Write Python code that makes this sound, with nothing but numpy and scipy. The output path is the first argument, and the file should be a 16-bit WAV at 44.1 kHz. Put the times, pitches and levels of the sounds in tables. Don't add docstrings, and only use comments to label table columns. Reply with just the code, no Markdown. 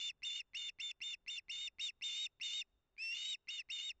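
import sys
import numpy as np
from scipy import signal
from scipy.fft import rfft, irfft
from scipy.io import wavfile

SR = 44100
rng = np.random.default_rng(int(sys.argv[2]) if len(sys.argv) > 2 else 0)


def materialize(psi):
    bounded = np.clip(np.atleast_2d(psi).T, -1, 1)
    quanta = np.round(bounded * 32767).astype(np.int16)
    wavfile.write(sys.argv[1], SR, quanta)


N = 176400
T = np.arange(N) / SR

# (tick [s], upward break [s], drop back [s], end [s], hiss [dB], second voice [dB], tick [dB])
YELP_EVENTS = [(-.03, 0.0, 0.092, .116, -56.5, -48, -44), (0.22, .249, .396, 0.42, -60.5, -47, -46.5),
               (0.534, .567, 0.69, .704, -66, -53, -46), (.787, 0.816, 0.91, 0.92, -65, -59, -44),
               (1.004, 1.033, 1.135, 1.154, -64, -54.5, -44.5),
               (1.263, 1.301, 1.376, 1.401, -61, -56, -45.5), (1.483, 1.515, 1.674, 1.689, -61, -53.5, -45),
               (1.785, 1.811, 1.886, 1.909, -54, -55, -43), (2.011, 2.037, 2.260, 2.274, -54, -52.5, -44),
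               (2.399, 2.430, 2.611, 2.63, -54.5, -50.5, -45), (2.966, 3.145, 3.34, 3.359, -56, -48, -54),
               (3.472, 3.504, 3.586, 3.623, -63.5, -49.5, -48),
               (3.688, 3.718, 3.897, 3.922, -61.5, -52, -47)]
# (share of the slide [0-1], pitch [Hz], level [dB])
RISING_SLIDE = [(0, 1977, -76), (.2, 2026, -60), (.36, 2146, -50.5), (.45, 2640, -45.5), (.8, 2793, -43),
                (1, 2916, -44)]
FALLING_SLIDE = [(0, 2890, -44), (.35, 2725, -42.5), (.76, 2500, -52), (.85, 2089, -62.5), (1, 1900, -65.5)]
# (time [s], pitch [Hz], level [dB])
SWELLING_SLIDE = [(2.975, 2183, -80.5), (2.981, 2362, -53), (3.0, 2557, -47.5), (3.03, 2691, -43.5),
                  (3.085, 2701, -43.5), (3.14, 2797, -41), (3.145, 2863, -46)]
# (frequency [Hz], gain [dB])
OVERTONE_GAINS = [(4000, -17.5), (4800, -16.5), (5350, -5.5), (5750, -16), (7000, -36.5), (8000, -21.5),
                  (8800, -42)]
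# (rate [Hz], relative density [dB])
FLUTTER_SPECTRUM = [(250, -25), (450, -14.5), (650, 0.5), (850, -2), (1100, -20), (2000, -39)]
# (time [s], pitch [Hz], level [dB])
UPPER_CURVES = [
    [(0.004, 3521, -47), (0.054, 3582, -42.5), (0.091, 3594, -42.5)],
    [(0.255, 3608, -44.5), (0.275, 3605, -41), (0.305, 3503, -44.5), (0.385, 3670, -48)],
    [(0.57, 3650, -49.5), (0.596, 3605, -45.5), (0.626, 3566, -48), (0.668, 3593, -45.5)],
    [(0.821, 3586, -46.5), (0.845, 3577, -42.5), (0.895, 3563, -47)],
    [(1.038, 3580, -48.5), (1.062, 3616, -44), (1.13, 3572, -48)],
    [(1.306, 3610, -45.5), (1.338, 3596, -45.5), (1.37, 3544, -49.5)],
    [(1.517, 3624, -47), (1.567, 3580, -47), (1.625, 3700, -46.5), (1.662, 3660, -45)],
    [(1.816, 3683, -43.5), (1.845, 3725, -41), (1.886, 3510, -45)],
    [(2.04, 3596, -42.5), (2.058, 3673, -40.5), (2.114, 3540, -45.5), (2.23, 3767, -42),
     (2.256, 3667, -41.5)],
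    [(2.435, 3650, -44.5), (2.459, 3660, -42.5), (2.5, 3540, -47), (2.575, 3732, -42.5),
     (2.604, 3667, -42.5)],
    [(3.15, 3490, -48), (3.164, 3593, -50.5), (3.3, 3815, -42.5), (3.334, 3703, -41)],
    [(3.508, 3670, -48.5), (3.538, 3680, -48.5), (3.579, 3632, -48.5)],
    [(3.722, 3685, -46.5), (3.74, 3657, -43.5), (3.799, 3566, -48.5), (3.87, 3748, -45.5),
     (3.9, 3655, -44.5)],
]
# (multiple of upper [1], multiple of second [1], level against second [dB])
COMBINATION_TONES = [(-1, 2, -22), (2, -1, -12), (1, 1, -15), (0, 2, -22), (-2, 3, -32), (3, -2, -20)]
# (frequency [Hz], relative density [dB])
HISS_SPECTRUM = [(1500, -32), (2100, -9), (2500, 2.5), (3000, -3), (3400, -1), (4000, -3), (4500, 1),
                 (4950, -6.5), (5400, -1), (6400, 0), (6800, -16), (7400, -3.5), (7900, -12), (8800, -33.5)]
THROAT_SPECTRUM = [(300, -33), (900, -37.5), (1450, -12.5), (1850, -27), (2150, 8), (2400, -3),
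                   (2700, -12.5), (3500, -35)]
# (frequency [Hz], relative level [dB])
THROAT_MODES = [(220, -13.5), (1100, -15), (2300, -1.5), (4400, -18.5)]
# (frequency [Hz], relative density [dB])
MURMUR_SPECTRUM = [(25, 3.5), (120, -10), (400, -12), (500, -14), (800, -15.5), (1500, -20), (8800, -47)]
RUMBLE_SPECTRUM = [(20, -2), (50, 2.5), (100, -9.5), (200, -19.5), (500, -26), (1500, -69.5)]
# (time [s], level [dB])
RUMBLE_ENVELOPE = [(0.0, -75.5), (.3, -83.5), (.8, -84.5), (1.4, -79.5), (2.1, -79), (2.6, -90),
                   (3.45, -88), (3.9, -81)]

BREAK_S, RELEASE_S = .0019, .004


def shrill():
    sag_hz, sag_s = 130.5, .009
    second_ratio, second_ceiling_db = .795, -49
    second_yield = 1.4
    hz, upper_db = in_time(sorted(tuple(row) for curve in UPPER_CURVES for row in curve))
    voiced, second_level, hiss_level = 0, 0, 0
    for _, up, down, _, hiss_db, second_db, _ in YELP_EVENTS:
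        on = gate(up, down, BREAK_S)
        swing_db = second_yield * (np.average(upper_db, weights=on) - upper_db)
        hz = hz - (on > 0) * sag_hz * np.exp(-np.abs(T - down) / sag_s)
        voiced += on
        second_level += on * from_db(np.minimum(second_db + swing_db, second_ceiling_db))
        hiss_level += on * from_db(hiss_db)
    upper_phase = phase_of(hz, jitter_hz=16)
    second_phase = phase_of(second_ratio * hz, jitter_hz=54.93) + .25 * drift(320)
    octave = from_db(-14.5 + 1.5 * drift(45)) * np.cos(2 * upper_phase)
    steady = voiced * from_db(upper_db + .55 * drift(45)) * (np.cos(upper_phase) + octave)
    mixed = sum(from_db(db) * np.sin(m * upper_phase + n * second_phase)
                for m, n, db in COMBINATION_TONES)
    flicker = rms_one(from_db(3.5 * drift(110)))
    rasp = second_level * flicker * (np.cos(second_phase) + mixed)
    voice = saturate(np.sqrt(2) * (steady + rasp) + hiss_level * noise(HISS_SPECTRUM))
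    throat_highpass = signal.butter(3, 1300, "high", fs=SR, output="sos")
    return signal.sosfilt(throat_highpass, voice) + voiced * from_db(-62) * noise(THROAT_SPECTRUM)


def saturate(x, peak_db=-33.5, order=6):
    envelope = np.abs(signal.hilbert(x))
    return x / (1 + (envelope / from_db(peak_db)) ** order) ** (1 / order)


def whistle(flutter_rad=.083, long_lead_s=.1):
    hz, level = np.full(N, 2.0 * RISING_SLIDE[0][1]), np.zeros(N)
    for tick, up, down, end, *_ in YELP_EVENTS:
        if up - tick > long_lead_s:
            rise = in_time(SWELLING_SLIDE)
        else:
            rise = in_time(RISING_SLIDE, (T - tick) / (up - tick))
        fall = in_time(FALLING_SLIDE, (T - down) / (end - down))
        for (pitch, db), on in ((rise, gate(tick, up, BREAK_S)), (fall, gate(down, end, RELEASE_S))):
            now = on > 0
            hz[now] = pitch[now]
            level[now] += on[now] * from_db(db[now])
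    phase = phase_of(hz, jitter_hz=13)
    phase += flutter_rad * rms_one(noise(FLUTTER_SPECTRUM) * from_db(3 * drift(36)))
    overtones = sum(from_db(at_hz(OVERTONE_GAINS, k * hz)) * np.sin(k * phase) for k in (2, 3))
    breath = from_db(-26) * (noise(THROAT_SPECTRUM) + noise(HISS_SPECTRUM))
    return level * (np.sqrt(2) * (np.sin(phase) + overtones) + breath)


def ticks(decay_s=.00075):
    out = np.zeros(N)
    for tick, up, *_, tick_db in YELP_EVENTS:
        near = (T > tick) & (T < up)
        age = T[near] - tick
        fade = np.exp(-age / decay_s)
        ring = sum(from_db(tick_db + db) * np.sin(2 * np.pi * hz * age) for hz, db in THROAT_MODES)
        out[near] += 2 * fade * (1 - fade) * ring
    return out


def scatter(x, t60_s, build_s):
    tail = rng.standard_normal(N) * from_db(-60 * T / t60_s) * (1 - np.exp(-T / build_s))
    return signal.fftconvolve(x, tail / np.linalg.norm(tail))[:N]


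def wind():
    murmur = from_db(-86) * noise(MURMUR_SPECTRUM)
    rumble = rms_one(noise(RUMBLE_SPECTRUM) * from_db(3.5 * drift(3.4)))
    return murmur + from_db(in_time(RUMBLE_ENVELOPE)[0]) * rumble


def hum():
    return from_db(-102) * np.sqrt(2) * np.sin(phase_of(398, jitter_hz=12, rate_hz=11))


def phase_of(hz, jitter_hz, rate_hz=400):
    return 2 * np.pi * np.cumsum(hz + jitter_hz * drift(rate_hz)) / SR


def noise(spectrum):
    gain = from_db(at_hz(spectrum, np.fft.rfftfreq(N, 1 / SR)))
    return rms_one(irfft(rfft(rng.standard_normal(N)) * gain, N))


def drift(rate_hz):
    pole = np.exp(-2 * np.pi * rate_hz / SR)
    return rms_one(signal.lfilter([1], [1, -2 * pole, pole * pole], rng.standard_normal(N + SR))[SR:])


def gate(start, stop, edge_s):
    return np.sin(np.pi / 2 * np.clip(np.minimum(T - start, stop - T) / edge_s + .5, 0, 1)) ** 2


def in_time(rows, t=T):
    times, *columns = np.transpose(rows)
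    return np.array([np.interp(t, times, column) for column in columns])


def at_hz(spectrum, hz):
    frequencies, db = np.transpose(spectrum)
    return np.interp(np.log(np.maximum(hz, 1)), np.log(frequencies), db)


def from_db(db):
    return 10 ** (np.asarray(db) / 20)


def rms_one(x):
    return x / np.sqrt(np.mean(x ** 2) + 1e-20)


def scene():
    bird = whistle() + shrill() + ticks()
    nest = from_db(-25.5) * scatter(bird, t60_s=.057, build_s=.00025)
    forest = from_db(-49) * scatter(bird, t60_s=2.1, build_s=.07)
    return np.tile(bird + nest + forest + wind() + hum(), (2, 1))


def record(dry, converter_hz=16000, edge_hz=7750, cutoff_hz=8900):
    mirrored = dry * (1 + 2 * np.cos(2 * np.pi * converter_hz * T))
    rounded = signal.sosfilt(signal.butter(20, edge_hz, fs=SR, output="sos"), mirrored)
    return signal.sosfilt(signal.ellip(10, .1, 80, cutoff_hz, fs=SR, output="sos"), rounded)


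dry = scene()
out = record(dry)
materialize(out)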